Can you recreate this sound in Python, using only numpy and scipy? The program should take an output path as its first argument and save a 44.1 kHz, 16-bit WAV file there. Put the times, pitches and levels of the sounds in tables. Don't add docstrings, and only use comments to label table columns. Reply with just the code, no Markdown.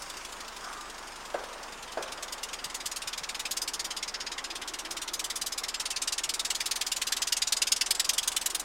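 import sys
import numpy as np
from scipy import signal
from scipy.fft import rfft, irfft
from scipy.io import wavfile
from scipy.ndimage import uniform_filter1d

SR = 44100
rng = np.random.default_rng(int(sys.argv[2]) if len(sys.argv) > 2 else 0)


def wrap_up_sound(samples):
    columns = np.atleast_2d(samples).T
    tamed = np.clip(columns, -1, 1)
    steps = np.round(tamed * 32767).astype(np.int16)
    wavfile.write(sys.argv[1], SR, steps)


N = 381024
TIME = np.arange(N) / SR

# t/s, speed/(turns/s)
CRANK_SPEED = [(0.0, 6.8137), (0.891, 5.8162), (1.627, 5.1292), (2.358, 4.8702), (2.727, 4.6154),
               (3.14, 4.6491), (3.955, 4.2965), (4.172, 4.1688), (4.761, 4.2913), (5.277, 4.5227),
               (6.044, 4.5504), (6.411, 4.7401), (7.39, 5.0059), (7.565, 5.0194), (7.916, 5.4225),
               (8.64, 5.4655)]
VALVE_ANGLES = [.1335, .3987, .6563, .9155]
# level offset/dB, nominal blow-down/turns, tilt offset/(dB/oct)
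PISTON_STROKES = [(-.5, .097, 1.5), (-.5, .089, -2.1), (.5, .098, 1.5), (.5, 0.085, -0.8)]
# t/s, relative level/dB
BLAST_LEVEL = [(0.0, -37), (1.51, -41), (2.36, -31.5), (2.69, -30.5), (2.89, -27), (3.34, -28), (3.53, -23),
               (4.26, -28), (4.85, -29), (5.17, -24.5), (5.75, -24.5), (6.03, -22), (6.87, -22),
               (7.66, -18), (7.85, -20), (8.11, -19.5), (8.31, -22), (8.64, -23)]
# t/s, gain of first pipe and loss of second/dB
PIPE_FACING = [(0.0, 4.5), (1.3, 1), (2.5, 4), (3.1, 0.4), (4.2, -1.2), (4.7, 0.4), (5.7, 0), (6.6, -1.6),
               (7.4, -2.5), (7.9, -5.2), (8.6, -4)]
# t/s, tilt/(dB/oct)
BLAST_TILT = [(0.0, -2.2), (2.02, -5), (2.36, -1.8), (2.55, -4.5), (2.95, 2.2), (3.14, -4), (3.34, -3),
              (3.53, 2.5), (4.26, -5.5), (5.5, 2.1), (5.69, -2.65), (5.97, 0.5), (7.13, -0.6), (7.6, 1.0),
              (8.31, 0.2), (8.64, 3)]
# t/s, gain/dB
TOP_SHELF = [(0, -1), (3.6, 1.5), (4.3, -1), (5.4, 2), (6, -6), (6.6, 2), (7.1, 2.5), (7.6, -5), (8.64, 5)]
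# f/Hz, relative level/dB
JET_SPECTRUM = [(150, -39), (700, -34), (1300, -13), (2000, -5.5), (3200, -1), (5000, -4.5), (7000, -3),
                (8800, -4.5), (10000, -10), (12000, -14.5), (14000, -20), (16000, -25)]
# f/Hz, width/Hz, nominal lift/dB
PIPE_MODES = [(2320, 350, 0), (3640, 340, 2.5), (4994, 880, 6.5), (6550, 1340, 3), (8750, 560, 1.5),
              (10790, 600, 3), (12900, 700, 2)]
# t/s, factor on lift
PIPE_RING = [(0, 1), (2, 0.84), (3.5, 1.37), (4.2, 2.12), (4.7, .5), (6, 1.1), (7.7, 1.27), (8.3, 0.4)]
# t/s, delay/s
SHIFTING_REFLECTION = [(0, 0.0005), (2.5, 0.00048), (4.4, .00088), (6, 0.00061), (7, 0.000596),
                       (8.64, 0.00038)]
# f/Hz, relative level/dB
LEAK_SPECTRUM = [(800, -8), (2000, -5.5), (3000, 1.5), (4100, -6.5), (5100, -4), (7000, -3.5), (8800, -5),
                 (10500, -12), (13000, -20), (16000, -18)]
# t/s, level/dB
LEAK_LEVEL = [(0, -49), (1.5, -53.5), (3, -55), (4.2, -63.5), (6, -62), (6.6, -51.5), (7.7, -55.5),
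              (8.2, -48.5), (8.64, -53)]
# f/Hz, relative level/dB
AIR_SPECTRUM = [(15, -26), (70, -11), (120, -14.5), (220, -7), (350, -4), (600, -3), (1000, 2), (1400, -1),
                (2000, -6), (3000, -12.5), (6000, -18), (16000, -36)]
# f/Hz, level/dB
HUM_TONES = [(25.5, -59), (50, -65)]
# t/s, level/dB, f/Hz, roughness (0-1)
BIRD_CRY = [(.58, -57, 1250, 1), (.65, -43.5, 1300, 1.1), (.71, -42, 1240, 1.1), (.78, -46, 1217, 0.5),
            (.85, -49, 1185, 0), (.92, -60, 1187, 0.4)]
# t/s, level/dB, boom start f/Hz, boom end f/Hz
FAR_BANGS = [(1.343, -26, 640, 510), (1.972, -26.5, 930, 351)]
# f/Hz, relative level/dB
BANG_SPECTRUM = [(100, -26), (250, -10), (380, 0), (600, 4), (1000, -2), (1600, -3.5), (2200, -17),
                 (4000, -42), (9000, -70)]
# delay/s, gain/dB
BANG_ECHOES = [(.012, -5.5), (.034, -8.5), (.06, -11.5), (0.092, -10), (.115, -23), (.21, -13),
               (.255, -14.5)]
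# t/s, length/s, start f/Hz, end f/Hz, relative level/dB
BIRD_CHIRPS = [(1.882, 0.033, 3980, 2720, -44), (2.052, .025, 4370, 2970, -44),
               (5.165, .03, 6100, 6700, -46), (5.72, 0.092, 7350, 7600, -48.5),
               (5.918, 0.03, 2920, 2440, -39), (6.455, 0.044, 7700, 7800, -48),
               (6.638, .022, 2850, 2500, -44), (7.17, 0.068, 7720, 7730, -47),
               (7.355, .024, 2960, 2430, -40), (7.96, 0.062, 7900, 7800, -42),
               (8.168, .028, 3050, 2780, -41)]
# centre t/s, level/dB
KNOCKS = [(2.665, -50), (2.86, -53), (3.065, -54), (3.219, -51)]
# peak t/s, half-width/s, level/dB
DRONE_SWELLS = [(3.7, 0.17, -60), (4.8, 0.34, -55.5), (6.35, 0.29, -60.5), (8.6, 0.17, -57)]


def gain_of(db):
    return 10 ** (np.asarray(db) / 20)


def unit_rms(x):
    return x / np.sqrt(np.mean(x ** 2) + 1e-20)


def spectrum_db(points, hz):
    f, db = np.transpose(points)
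    return np.interp(np.log(hz + 1), np.log(f + 1), db)


def follow(rows, t):
    times, *columns = np.transpose(rows)
    return [np.interp(t, times, c) for c in columns]


def add(mix, at_s, sound):
    part = mix[max(round(at_s * SR), 0):][:len(sound)]
    part += sound[:len(part)]


def noise(n, shape):
    gain = gain_of(shape(np.fft.rfftfreq(n, 1 / SR)))
    return unit_rms(irfft(rfft(rng.standard_normal(n)) * gain, n))


def band_noise(hz, width_hz):
    carrier = np.exp(2j * np.pi * np.cumsum(hz * np.ones(N)) / SR)
    pole = np.exp(-np.pi * width_hz / SR)
    baseband = signal.lfilter([1], [1, -2 * pole, pole * pole], rng.standard_normal(N) / carrier)
    return unit_rms((carrier * baseband).real)


def wash(shape, patchy_db):
    hz = np.fft.rfftfreq(2048, 1 / SR)
    real, imag, patches = rng.standard_normal((3, N // 512 + 5, len(hz)))
    patches = unit_rms(uniform_filter1d(uniform_filter1d(patches, size=9, axis=0), size=18, axis=1))
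    frames = (real + 1j * imag) * gain_of(shape(hz) + patchy_db * patches)
    return unit_rms(signal.istft(frames.T, nperseg=2048, noverlap=1536)[1][:N])


def glide(hz):
    return np.sin(2 * np.pi * np.cumsum(hz) / SR)


def pulse(t, rise_s, decay_s):
    return (1 - np.exp(-t / rise_s)) * np.exp(-t / decay_s)


def scatter(x, t60_s, rise_s):
    t = TIME[:SR]
    tail = rng.standard_normal(SR) * gain_of(-60 * t / t60_s) * (1 - np.exp(-t / rise_s))
    return signal.fftconvolve(x, tail / np.linalg.norm(tail))[:N]


def pipe_db(hz):
    return sum(db / (1 + (2 * (hz - f) / width_hz) ** 2) for f, width_hz, db in PIPE_MODES)


def chuff(at_s, level_db, length_s, tilt_db_oct, top_db, opening_s):
    t = TIME[:3072]
    ring, = follow(PIPE_RING, at_s)
    delay_s, = follow(SHIFTING_REFLECTION, at_s)
    ripple_db = 2.5 * unit_rms(uniform_filter1d(rng.standard_normal(len(t) // 2 + 1), size=25))

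    def shape(hz):
        source_db = spectrum_db(JET_SPECTRUM, hz) + ring * pipe_db(hz)
        tilt_db = tilt_db_oct * np.log2(np.clip(hz, 2000, 12000) / 5000)
        shelf_db = top_db * np.interp(hz, [9000, 14000], [0, 1])
        reflection_db = 20 * np.log10(abs(1 - 0.076 * np.exp(2j * np.pi * hz * delay_s)))
        return source_db + tilt_db + shelf_db + reflection_db + ripple_db

    jet = noise(len(t), shape)
    body = signal.filtfilt(*signal.butter(2, 7000, fs=SR), jet)
    flow = np.sin(np.pi / 2 * np.minimum(t / opening_s, 1)) * np.exp(-(t / length_s) ** 1.785)
    treble = 1.153 * (jet - body) * flow ** 0.19
    return gain_of(level_db) * flow * (body + treble)


def exhaust(nominal_db=-25, opening_turns=0.031, lead_s_per_db=0.000136):
    crank_turns = np.cumsum(follow(CRANK_SPEED, TIME)[0]) / SR
    out = np.zeros(N)
    for k, (stroke_db, blow_turns, stroke_tilt) in enumerate(PISTON_STROKES):
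        for at_s in np.interp(np.arange(VALVE_ANGLES[k], crank_turns[-1], 1), crank_turns, TIME):
            crank_hz, = follow(CRANK_SPEED, at_s)
            facing_db = (-1) ** k * follow(PIPE_FACING, at_s)[0]
            level_db = follow(BLAST_LEVEL, at_s)[0] + stroke_db + facing_db + rng.normal(0, 0.4)
            tilt_db_oct = follow(BLAST_TILT, at_s)[0] + stroke_tilt + rng.normal(0, 0.45)
            tilt_db_oct += 0.23 * facing_db
            top_db = follow(TOP_SHELF, at_s)[0] + 0.6 * facing_db
            length_s = blow_turns / crank_hz * gain_of(0.0645 * (nominal_db - level_db))
            blast = chuff(at_s, level_db, length_s, tilt_db_oct, top_db, opening_turns / crank_hz)
            add(out, at_s - lead_s_per_db * facing_db, blast)
    return out


def steam_leak():
    hiss = wash(lambda hz: spectrum_db(LEAK_SPECTRUM, hz) + 0.9 * pipe_db(hz), patchy_db=3.5)
    return gain_of(follow(LEAK_LEVEL, TIME)[0]) * hiss


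def engine():
    blasts = exhaust()
    trees = signal.lfilter(*signal.butter(1, 6000, fs=SR), scatter(blasts, t60_s=0.14, rise_s=0.0081))
    return gain_of(-3.5) * blasts + gain_of(-22.5) * trees + steam_leak()


def breeze_and_traffic():
    return gain_of(-45) * wash(lambda hz: spectrum_db(AIR_SPECTRUM, hz), patchy_db=0.62)


def hum():
    return sum(gain_of(db) * unit_rms(np.sin(2 * np.pi * (hz * TIME + rng.random())))
               for hz, db in HUM_TONES)


def bird_cry():
    db, hz, roughness = follow(BIRD_CRY, TIME)
    roughness = np.clip(roughness, 0, 1)
    harsh = band_noise(hz, width_hz=760)
    waver = unit_rms(uniform_filter1d(rng.standard_normal(N), size=600))
    clear = unit_rms(glide(hz * (1 + 0.007 * waver)))
    sounding = (TIME > BIRD_CRY[0][0]) & (TIME < BIRD_CRY[-1][0])
    return sounding * gain_of(db) * (np.sqrt(roughness) * harsh + np.sqrt(1 - roughness) * clear)


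def bangs():
    out, t, tail_t = np.zeros(N), TIME[:4096], TIME[:SR]
    burst_envelope = pulse(t, rise_s=0.0016, decay_s=0.013)

    def dull_noise(n):
        return noise(n, lambda hz: spectrum_db(BANG_SPECTRUM, hz))

    for at_s, db, start_hz, end_hz in FAR_BANGS:
        boom_hz = end_hz + (start_hz - end_hz) * np.exp(-t / 0.009)
        boom = glide(boom_hz) * pulse(t, rise_s=0.0017, decay_s=0.017)
        add(out, at_s, gain_of(db) * (burst_envelope * dull_noise(len(t)) + 0.79 * boom))
        for delay_s, echo_db in BANG_ECHOES:
            add(out, at_s + delay_s, gain_of(db + echo_db) * burst_envelope * dull_noise(len(t)))
        roll_envelope = gain_of(db - 15.5 - 37 * tail_t) * (1 - np.exp(-tail_t / 0.033))
        add(out, at_s, roll_envelope * dull_noise(SR))
    return out


def chirps():
    out = np.zeros(N)
    for at_s, length_s, start_hz, end_hz, db in BIRD_CHIRPS:
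        hz = np.geomspace(start_hz, end_hz, round(length_s * SR))
        add(out, at_s, gain_of(db) * signal.windows.tukey(len(hz), 0.7) * glide(hz))
    return gain_of(-2) * out + gain_of(-9) * scatter(out, t60_s=0.25, rise_s=0.01)


def knocks(hz=150, length_s=0.03):
    out, t = np.zeros(N), TIME[:round(length_s * SR)]
    knock = np.hanning(len(t)) * np.sin(2 * np.pi * hz * t)
    for at_s, db in KNOCKS:
        add(out, at_s - t[-1] / 2, gain_of(db) * knock)
    return out


def drone():
    swell = sum(gain_of(db) * np.exp(-0.5 * ((TIME - peak_s) / width_s) ** 2)
                for peak_s, width_s, db in DRONE_SWELLS)
    return swell * band_noise(341, width_hz=102)


def scene():
    return (engine() + bird_cry() + bangs() + chirps() + knocks() + drone()
            + breeze_and_traffic() + hum())[None]


def record(dry, cutoff_hz=16050):
    lowpass = signal.firwin(401, cutoff_hz, window=("kaiser", 8), fs=SR)
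    return signal.oaconvolve(dry, lowpass[None], "same")


dry = scene()
out = record(dry)
wrap_up_sound(out)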